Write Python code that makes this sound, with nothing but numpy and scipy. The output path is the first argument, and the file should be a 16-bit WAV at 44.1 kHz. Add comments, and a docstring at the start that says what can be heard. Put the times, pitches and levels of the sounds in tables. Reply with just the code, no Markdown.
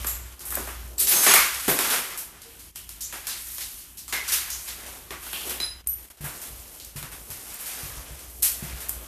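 """Shoes grind over broken plaster, grit and glass shards in empty, hard-walled rooms, later over hollow laminate.
Close to the microphone, dense random grain fractures make the grind, and lone bright clicks make the crackle.
Snaps are ticks with fading noise echoes; shards chink as resonances, one faint low room tone rings among them,
and heels push low floor modes. Echoes follow from the walls. A wandering low rumble and a faint coloured hiss
lie under all. The whole level dips briefly at listed moments."""
import sys
import numpy as np
from scipy import signal
from scipy.fft import rfft, irfft
from scipy.io import wavfile

SR = 44100
rng = np.random.default_rng(int(sys.argv[2]) if len(sys.argv) > 2 else 0)


def unload_wav(signal):
    """Save mono or channel-first audio to the path in sys.argv[1] as 16-bit WAV at rate SR, clipped to [-1, 1]."""
    wavfile.write(
        sys.argv[1],
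        SR,
        np.round(np.clip(np.atleast_2d(signal).T, -1, 1) * 32767).astype(np.int16),
    )


def nominal_scale(level):
    """Amplitude ratio for a level in decibels (scalar or array-like)."""
    x = np.asarray(level, float) / 20
    return 10 ** x


N = 399987


def at_hz(points, hz):
    """Straight lines on a log-frequency axis."""
    point_hz, values = np.transpose(points)
    return np.interp(np.log(hz), np.log(point_hz), values)


def rms_one(x):
    """Scale to rms 1."""
    return x / np.sqrt(np.mean(x ** 2) + 1e-20)


def in_time(rows):
    """Columns of a curve at every sample."""
    s, *columns = np.transpose(rows)
    return [np.interp(np.arange(N) / SR, s, c) for c in columns]


def band(x, low, high):
    """Butterworth band-pass."""
    return signal.sosfilt(signal.butter(2, [low, high], "band", fs=SR, output="sos"), x + 1e-18)


def ring(clicks, hz, t60):
    """A unit click sets a decaying sine of starting height 1 ringing."""
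    radius, turn = nominal_scale(-60 / (t60 * SR)), 2 * np.pi * hz / SR
    return signal.lfilter([0, np.sin(turn)], [1, -2 * radius * np.cos(turn), radius ** 2], clicks + 1e-18)


def drift(rate):
    """Slow random curve: straight lines between knots of spread 1, rate knots per second."""
    knots = rng.standard_normal(int(N / SR * rate) + 2)
    return np.interp(np.arange(N) * rate / SR, np.arange(len(knots)), knots)


def four_zones(dull_db, low_db, bright_db, middle_db):
    """Zone levels; the high middle is set against the mean of its neighbours."""
    return [dull_db, low_db, (low_db + bright_db) / 2 + middle_db, bright_db]


# The dull, low middle, high middle and bright zones of debris sound.
# One list per column: centre_hz; width_hz
ZONE_CENTRE_HZ = [450, 1750, 4600, 10000]
ZONE_WIDTH_HZ = [800, 2000, 4000, 7000]


def band_db(zones_db, low, high):
    """Level in one band, read between the zone levels spread evenly over their widths."""
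    centre = np.log(low * high) / 2
    share = [np.interp(centre, np.log(ZONE_CENTRE_HZ), one) for one in np.eye(4)]
    per_hz = [db - 10 * np.log10(width) for db, width in zip(zones_db, ZONE_WIDTH_HZ)]
    thin_db = 2.8 * max(0, np.log2(300 / low))     # small pieces radiate little bass
    return np.tensordot(share, per_hz, axes=1) + 10 * np.log10(high - low) - thin_db


# Grit under the soles, close by; straight lines between the rows.
# Columns: time_s, coarse_grit_db, fine_grit_db, dull_rubble_db
GRIT = [(0.0, -43.5, -42, -52), (0.25, -51.5, -51, -58), (0.45, -52.5, -49, -54), (0.58, -48, -38, -46),
        (0.66, -44.5, -43.5, -56), (0.78, -49, -50, -58.5), (1.03, -64.5, -51, -46), (1.16, -38, -25, -39),
        (1.24, -35.5, -22.5, -40), (1.31, -21.5, -21.5, -34), (1.44, -25, -28, -46),
        (1.51, -33, -34.5, -49.5), (1.72, -41.5, -36, -58), (1.87, -31, -28.5, -38),
        (2.14, -41, -42.5, -52), (2.27, -53.5, -57, -57), (2.63, -59, -49.5, -62),
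        (2.88, -62.5, -56, -67.5), (3.31, -45.5, -43.5, -62), (3.53, -53, -37.5, -66),
        (3.81, -57.5, -45.5, -65.5), (4.12, -65, -61, -66), (4.29, -35.5, -39.5, -56),
        (4.5, -42, -41, -60.5), (4.65, -51, -40.5, -57.5), (4.9, -46.5, -45.5, -48.5),
        (5.15, -59, -51.5, -57), (5.3, -53, -39, -61), (5.51, -46.5, -37.5, -39),
        (5.68, -54.5, -62.5, -61.5), (6.04, -59.5, -50, -59.5), (6.27, -45.5, -46, -52),
        (6.39, -52.5, -43, -51), (6.77, -58, -47.5, -56.5), (7.02, -62, -55, -60), (7.12, -63.5, -47, -51),
        (7.7, -43.5, -39, -53.5), (7.85, -45, -39.5, -48.5), (8.13, -51, -48, -53.5),
        (8.46, -66, -46, -52.5), (8.64, -44, -43.5, -53), (9.07, -55.5, -48.5, -50.5)]
GRIT_MIDDLE_DB = -3.5   # high middle of the grit against the mean of its neighbours
BAND_EDGES_HZ = np.geomspace(160, 15000, num=14)


def grind(per_s, patchy_db):
    """Dense random grain fractures; each band has its own grains and its own unevenness."""
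    coarse_db, fine_db, dull_db = in_time(GRIT)
    zones = four_zones(dull_db, coarse_db, fine_db, GRIT_MIDDLE_DB)
    out, together = np.zeros(N), drift(40)
    for low, high in zip(BAND_EDGES_HZ, BAND_EDGES_HZ[1:]):
        fractures = rng.choice([-1, 1], N) * (rng.random(N) < per_s / SR)
        grains = rms_one(band(fractures, low, high))
        uneven_db = patchy_db * (together + drift(14))
        out += grains * nominal_scale(band_db(zones, low, high) + uneven_db)
    return out


def crackle():
    """Lone grains pop as bright clicks, in clumps; their strength follows the fine grit level."""
    fine_db = in_time(GRIT)[1]
    sizes = nominal_scale(3.1 * np.minimum(rng.exponential(1, N), 3)) * rng.choice([-1, 1], N)
    per_s = 55 * nominal_scale(6.0 * drift(8))     # the drifting rate makes the clumps
    pops = sizes * (rng.random(N) < per_s / SR)
    return band(pops * nominal_scale(fine_db + 17.5), 6000, 9800)


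# Pieces snapping near the microphone; middle_db is the high middle against the mean of knock and snap.
# Columns: start_s, tick_peak_db, knock_echo_db, snap_echo_db, middle_db
SNAPS = [(0.045, -18.5, -39, -42.5, -9), (0.07, -13, -46, -32.5, -0.5), (0.393, -23.5, -72, -39, 10),
         (0.453, -25, -52, -32, -12), (0.505, -18, -42, -31, -16), (0.523, -17, -38.5, -35.5, -35),
         (0.544, -25, -43, -37, -3.5), (0.553, -9.5, -58, -34, -26), (0.571, -16.5, -36.5, -71, -28),
         (0.673, -21.5, -35.5, -38.5, -15), (0.98, -32, -48, -38, 10.5), (0.996, -30, -39, -21, 2),
         (1.071, -12, -34.5, -20.5, 2.5), (1.11, -21, -27, -20, -1), (1.226, -15, -27, -18, -6),
         (1.264, -3.5, -16.5, -18.5, -4), (1.338, 2.5, -19, -15, -5), (1.357, -3, -33, -26, -10),
         (1.679, -13, -22, -20, -8.3), (1.789, -6.5, -26.5, -25.5, -5), (1.899, -37, -28, -24, -3),
         (1.923, -20, -26, -25.5, -5), (2.175, -18.5, -50, -30, -2), (2.418, -30.5, -59, -47, 5.5),
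         (2.594, -34, -61, -47, 4), (2.758, -23, -49.5, -38, -1), (2.891, -24, -54.5, -40, 1),
         (3.007, -27, -60, -32.5, 9.5), (3.125, -24.5, -35.5, -36, -6.5), (3.269, -17, -39, -29.5, -1),
         (3.296, -21, -53.5, -42, 16.5), (3.582, -20.5, -46, -38, 1), (3.605, -35, -44.5, -33.5, 4.5),
         (3.783, -35, -63, -46, 6), (3.972, -31, -59.5, -38, 7), (4.08, -28, -51, -39, 3),
         (4.125, -16, -29, -29, -0.7), (4.278, -21, -57, -27.5, 13.5), (4.319, -18, -33, -20, 2.5),
         (4.503, -16.5, -54, -34, 6), (4.674, -41, -41, -36, 2.3), (4.863, -27, -58, -43, 2),
         (5.106, -20, -35.5, -41.5, -4.5), (5.226, -41, -44.5, -42, -4), (5.266, -26, -43, -50, -6),
         (5.33, -17.5, -37, -34, -33), (5.408, -29, -73.5, -52, 20), (5.496, -18, -38.5, -30, -6),
         (5.601, -16.5, -37.5, -37.5, 0.1), (5.872, -7.5, -75, -38, -19), (6.104, -62, -64, -52, -3),
         (6.208, -38, -58, -41, -16), (6.242, -31, -35, -32, -18), (6.417, -25, -46.5, -36, -4.5),
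         (6.799, -28, -57.5, -47, 9), (6.847, -26, -72, -45, 7), (6.96, -32, -41, -35.5, -4.5),
         (7.027, -21.5, -40.5, -41, -7.5), (7.116, -33, -42.5, -40.5, -5.5), (7.303, -23.5, -45.5, -36, -3),
         (7.543, -22, -70, -48, -13), (7.601, -33, -63, -37, -13), (7.659, -26, -45, -32.5, -5),
         (8.192, -32, -52, -46, -1), (8.423, -16, -38.5, -18.5, 0.1), (8.429, -3, -46, -23, -12),
         (8.443, -11, -39, -22.5, -2.8), (8.629, -42.5, -51, -38, -12), (8.803, -28, -43.5, -36, -5),
         (8.886, -21, -50.5, -31, -11), (8.893, -10, -67, -46, -14)]
# How long the hard walls hold an echo, also used by room().
# Columns: pitch_hz, t60_s
ECHO_T60 = [(150, 0.28), (700, 0.38), (3000, 0.45), (12000, 0.35)]
SNAP_DULL_DB = -9    # dull zone of a snap against its knock
DULL_FOLLOWS = 0.3   # the duller a snap, the more of it reaches the lowest zone


def cracks(tick_s, build_s):
    """Each snap is a tick of its own colour; its echoes are noise that builds up fast and dies band by band."""
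    s, peak_db, knock_db, snap_db, middle_db = np.transpose(SNAPS)
    dull_db = knock_db + SNAP_DULL_DB + DULL_FOLLOWS * (knock_db - snap_db)
    zones = four_zones(dull_db, knock_db, snap_db, middle_db)
    total_db = 10 * np.log10(np.sum(nominal_scale(np.array(zones)) ** 2, axis=0))
    at = (s * SR).astype(int)
    white, out = rng.standard_normal((2, N)), np.zeros(N)
    quick, build = np.exp(-1 / (tick_s * SR)), np.exp(-1 / (build_s * SR))
    for k, (low, high) in enumerate(zip(BAND_EDGES_HZ, BAND_EDGES_HZ[1:])):
        level_db = band_db(zones, low, high)
        ticks, echoes = np.zeros(N), np.zeros(N)
        ticks[at] = nominal_scale(peak_db + level_db - total_db) ** 2 / 4     # a noisy tick peaks at about twice its rms
        echoes[at] = nominal_scale(level_db) ** 2
        fade = nominal_scale(-120 / (at_hz(ECHO_T60, np.sqrt(low * high)) * SR))     # 60 dB down in power after t60
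        # powers of unrelated echoes add
        power = signal.lfilter([1], [1, -quick], ticks + 1e-18)
        power += signal.lfilter([1 - build], np.convolve([1, -fade], [1, -build]), echoes + 1e-18)
        whole_band = np.sqrt(SR / 2 / (high - low))     # makes up for the noise outside the band
        out += band(white[k % 2] * np.sqrt(power), low, high) * whole_band
    return out


# Blows on pieces of glass, tile and plaster; at 2.417 s a faint low room tone rings instead.
# Levels are relative, before the mix. Columns: start_s, blow_db
BLOWS = [(0.045, -20.5), (0.067, -25), (0.981, -8.5), (1.076, 0), (1.129, -3), (1.27, 7), (1.342, -3),
         (1.682, -8.5), (2.417, -12.5), (2.759, -32), (3.012, -19.5), (4.08, -23), (4.126, -20.5),
         (4.502, -15.5), (5.106, -26), (5.266, -28.5), (5.333, -17), (5.409, -25), (5.498, -23),
         (5.601, -11), (5.871, -7.5)]
# The resonances each blow sets ringing, one list per blow, in the same order:
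# those of the struck piece, or at 2.417 s the single room tone.
# Columns: pitch_hz, width_hz, relative_db
RESONANCES = [
    [(1300, 500, -3), (13000, 500, 1)],
    [(7800, 900, 19), (11500, 400, 10), (13000, 500, 10)],
    [(7700, 200, 8), (9400, 50, 3), (12200, 80, 0), (12840, 60, -3)],
    [(9930, 100, -3), (12300, 50, -5), (13840, 60, -5)],
    [(6380, 40, 0)],
    [(7700, 300, -3), (6500, 200, -10), (10300, 200, -8)],
    [(1224, 150, 1), (2200, 350, 3)],
    [(800, 350, 1), (11900, 300, -3)],
    [(460, 10, -14)],
    [(3100, 500, 4)],
    [(7400, 900, 8), (6000, 500, 0)],
    [(7800, 900, 8), (1100, 400, -3)],
    [(2000, 300, 15), (1750, 200, 13)],
    [(6800, 1800, 3)],
    [(1150, 300, 4)],
    [(3500, 1200, 6)],
    [(3500, 1200, 6)],
    [(3500, 1200, 6)],
    [(3500, 1200, 6)],
    [(3994, 110, 9), (5006, 50, -2), (10360, 30, -8), (10840, 30, -10)],
    [(6000, 900, -24), (8947, 70, -2), (11900, 300, -3)],
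]
SKIRT = 0.95   # a resonance falls away steeply beyond this many widths


def shards_and_room_tone():
    """One blow rings its list of resonances; a wide one dies fast and starts higher for the same energy."""
    out = np.zeros(N)
    for (s, blow_db), modes in zip(BLOWS, RESONANCES):
        tap, tone = np.zeros(SR // 2), np.zeros(SR // 2)
        tap[0] = nominal_scale(blow_db)
        for hz, width_hz, db in modes:
            t60 = np.log(1000) / (np.pi * width_hz)
            mode = band(ring(tap, hz, t60), hz - SKIRT * width_hz, hz + SKIRT * width_hz)
            tone += nominal_scale(db) * np.sqrt(width_hz / 50) * mode
        at = int(s * SR)
        out[at:at + SR // 2] += tone[:N - at]
    return out


# Heels on the floor; level_db sets the push.
# Columns: start_s, level_db, pitch_hz, t60_s
HEELS = [(1.68, -17, 271, 0.048), (1.684, -15.5, 406, 0.066), (1.689, -22, 184, 0.059),
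         (1.9, -52, 335, 0.069), (5.106, -33, 397, 0.049), (6.205, -28, 173, 0.034),
         (6.239, -25.5, 165, 0.028), (6.505, -33, 61.9, 0.046), (6.957, -25.5, 117, 0.038),
         (7.019, -31, 151, 0.031), (7.125, -39, 70.0, 0.06), (7.299, -32.5, 93, 0.062),
         (7.832, -26.5, 89.5, 0.04), (7.898, -37, 87, 0.089), (7.969, -29.5, 61.9, 0.088),
         (8.106, -30, 67.4, 0.075), (8.624, -24, 192, 0.046), (8.731, -24.5, 61, 0.025)]


def thuds(overtone, overtone_db):
    """The floor boards answer a soft push with a low mode and a weaker higher one."""
    out, push = np.zeros(N), np.zeros(SR // 2)
    push[:60] = np.hanning(60) / 30     # area about 1
    for s, level_db, hz, t60 in HEELS:
        t60 = max(t60, .02)
        tone = ring(push, hz, t60) + nominal_scale(overtone_db) * ring(push, overtone * hz, t60)
        at = int(s * SR)
        out[at:at + SR // 2] += nominal_scale(level_db) * tone[:N - at]
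    return out


def room(x, onset_s):
    """Dense wall echoes: noise that builds up over onset_s and dies band by band; energy 1."""
    t, edges = np.arange(SR) / SR, np.geomspace(50, 16000, num=9)
    white, tail = rng.standard_normal(SR), np.zeros(SR)
    for low, high in zip(edges, edges[1:]):
        t60 = at_hz(ECHO_T60, np.sqrt(low * high))
        tail += band(white, low, high) * nominal_scale(-60 * t / t60)
    tail *= 1 - np.exp(-t / onset_s)
    return signal.fftconvolve(x, tail / np.sqrt(np.sum(tail ** 2)))[:N]


# Low rumble behind the steps: level of its tone before the waver.
# Columns: time_s, level_db
RUMBLE_LEVEL = [(0.0, -35), (0.25, -40), (0.4, -47), (0.81, -37), (1.24, -58), (1.31, -49), (2.12, -61.5),
                (3.31, -52.5), (3.79, -57.5), (6.01, -46.5), (6.14, -67), (6.24, -42), (6.44, -59),
                (6.52, -47), (6.77, -62), (6.99, -53), (7.75, -64), (7.83, -53), (8.16, -49), (8.26, -48),
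                (8.44, -41), (8.49, -56), (8.74, -39), (8.82, -51), (8.97, -36), (9.07, -48)]
STEADY_DB, WAVER_PER_DB = -37, 0.2582   # steady from this level up; the fainter below it, the more it wavers


def rumble(rough_db):
    """A low tone that wanders in pitch and wavers in level, with noise around it."""
    pitch_hz = 59 + 2.5 * drift(6.8)
    tone = np.sqrt(2) * np.sin(2 * np.pi * np.cumsum(pitch_hz) / SR)
    rough = rms_one(band(rng.standard_normal(N + SR), 40.0, 102.5)[SR:])     # skips the filter's start
    level_db, = in_time(RUMBLE_LEVEL)
    waver_db = WAVER_PER_DB * np.maximum(STEADY_DB - level_db, 0) * drift(14.0)
    return (tone + nominal_scale(rough_db) * rough) * nominal_scale(level_db + waver_db)


# Colour of the faint background hiss; only the shape counts.
# Columns: pitch_hz, relative_db (per Hz)
HISS_COLOUR = [(18, -21), (30, 15.5), (65, 8.5), (120, 0.5), (354, -3), (656, -53), (3150, -7), (4520, -52),
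               (11100, -13), (14000, -13)]


def hiss():
    """Steady coloured noise at an rms of -52.5 dB."""
    hz = np.fft.rfftfreq(N, 1 / SR) + 1
    coloured = irfft(rfft(rng.standard_normal(N)) * nominal_scale(at_hz(HISS_COLOUR, hz)), N)
    return nominal_scale(-52.5) * rms_one(coloured)


# The small first room favours one low band until the walker leaves it.
# Columns: low_hz, high_hz, added_db, until_s
FIRST_ROOM = (330, 420, -5, 5.8)


def small_room(debris):
    """A close room resonance adds one low band of the debris sound."""
    low_hz, high_hz, added_db, until_s = FIRST_ROOM
    inside = np.arange(N) < until_s * SR
    return nominal_scale(added_db) * band(debris * inside, low_hz, high_hz)


def scene():
    """Near sources, their echoes, rumble and hiss."""
    grit = grind(per_s=2200, patchy_db=1.0)
    debris = grit + cracks(tick_s=.0015, build_s=.007)
    ringing = shards_and_room_tone()
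    heels = thuds(overtone=1.8, overtone_db=-16)
    echoes = room(nominal_scale(-13.5) * grit + nominal_scale(-5.5) * ringing + nominal_scale(3.0) * heels, onset_s=0.012)
    near = debris + small_room(debris) + crackle() + nominal_scale(-18.5) * ringing + heels
    return (near + echoes + rumble(rough_db=-9) + hiss())[None]


def low_pass(x):
    """Removes everything above the highest recorded frequency."""
    return signal.sosfilt(signal.butter(12, 15130, fs=SR, output="sos"), x)


# The whole level dips briefly; overlapping dips add.
# Columns: start_s, end_s, depth_db
LEVEL_DIPS = [(0.346, 0.406, 5.5), (0.945, 0.977, 3.5), (2.711, 2.752, 11), (5.063, 5.104, 1.5),
              (5.818, 5.842, 14), (5.844, 5.864, 13), (6.061, 6.086, 7), (6.09, 6.102, 20),
              (6.12, 6.17, 10.5), (6.162, 6.209, 9.5)]
TOP = .78   # peaks are rounded towards this height


def record(dry):
    """The microphone drops deep bass and lifts the top; the level dips, peaks are rounded, the top is cut."""
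    t, dip_db = np.arange(N) / SR, np.zeros(N)
    for start, end, depth_db in LEVEL_DIPS:
        dip_db -= depth_db * np.interp(t, [start - .008, start + 0.0085, end - .003, end], [0, 1, 1, 0])
    sensed = signal.sosfilt(signal.butter(3, 40, "high", fs=SR, output="sos"), dry)
    sensed = sensed + nominal_scale(-15.5) * band(sensed, 8880, 14300)     # treble lift
    rounded = TOP * np.tanh(sensed * nominal_scale(dip_db) / TOP)
    top_cut = signal.ellip(12, .5, 60, 14050, fs=SR, output="sos")
    mix = signal.sosfilt(top_cut, rounded)
    return low_pass(mix)


dry = scene()
out = record(dry)
unload_wav(out)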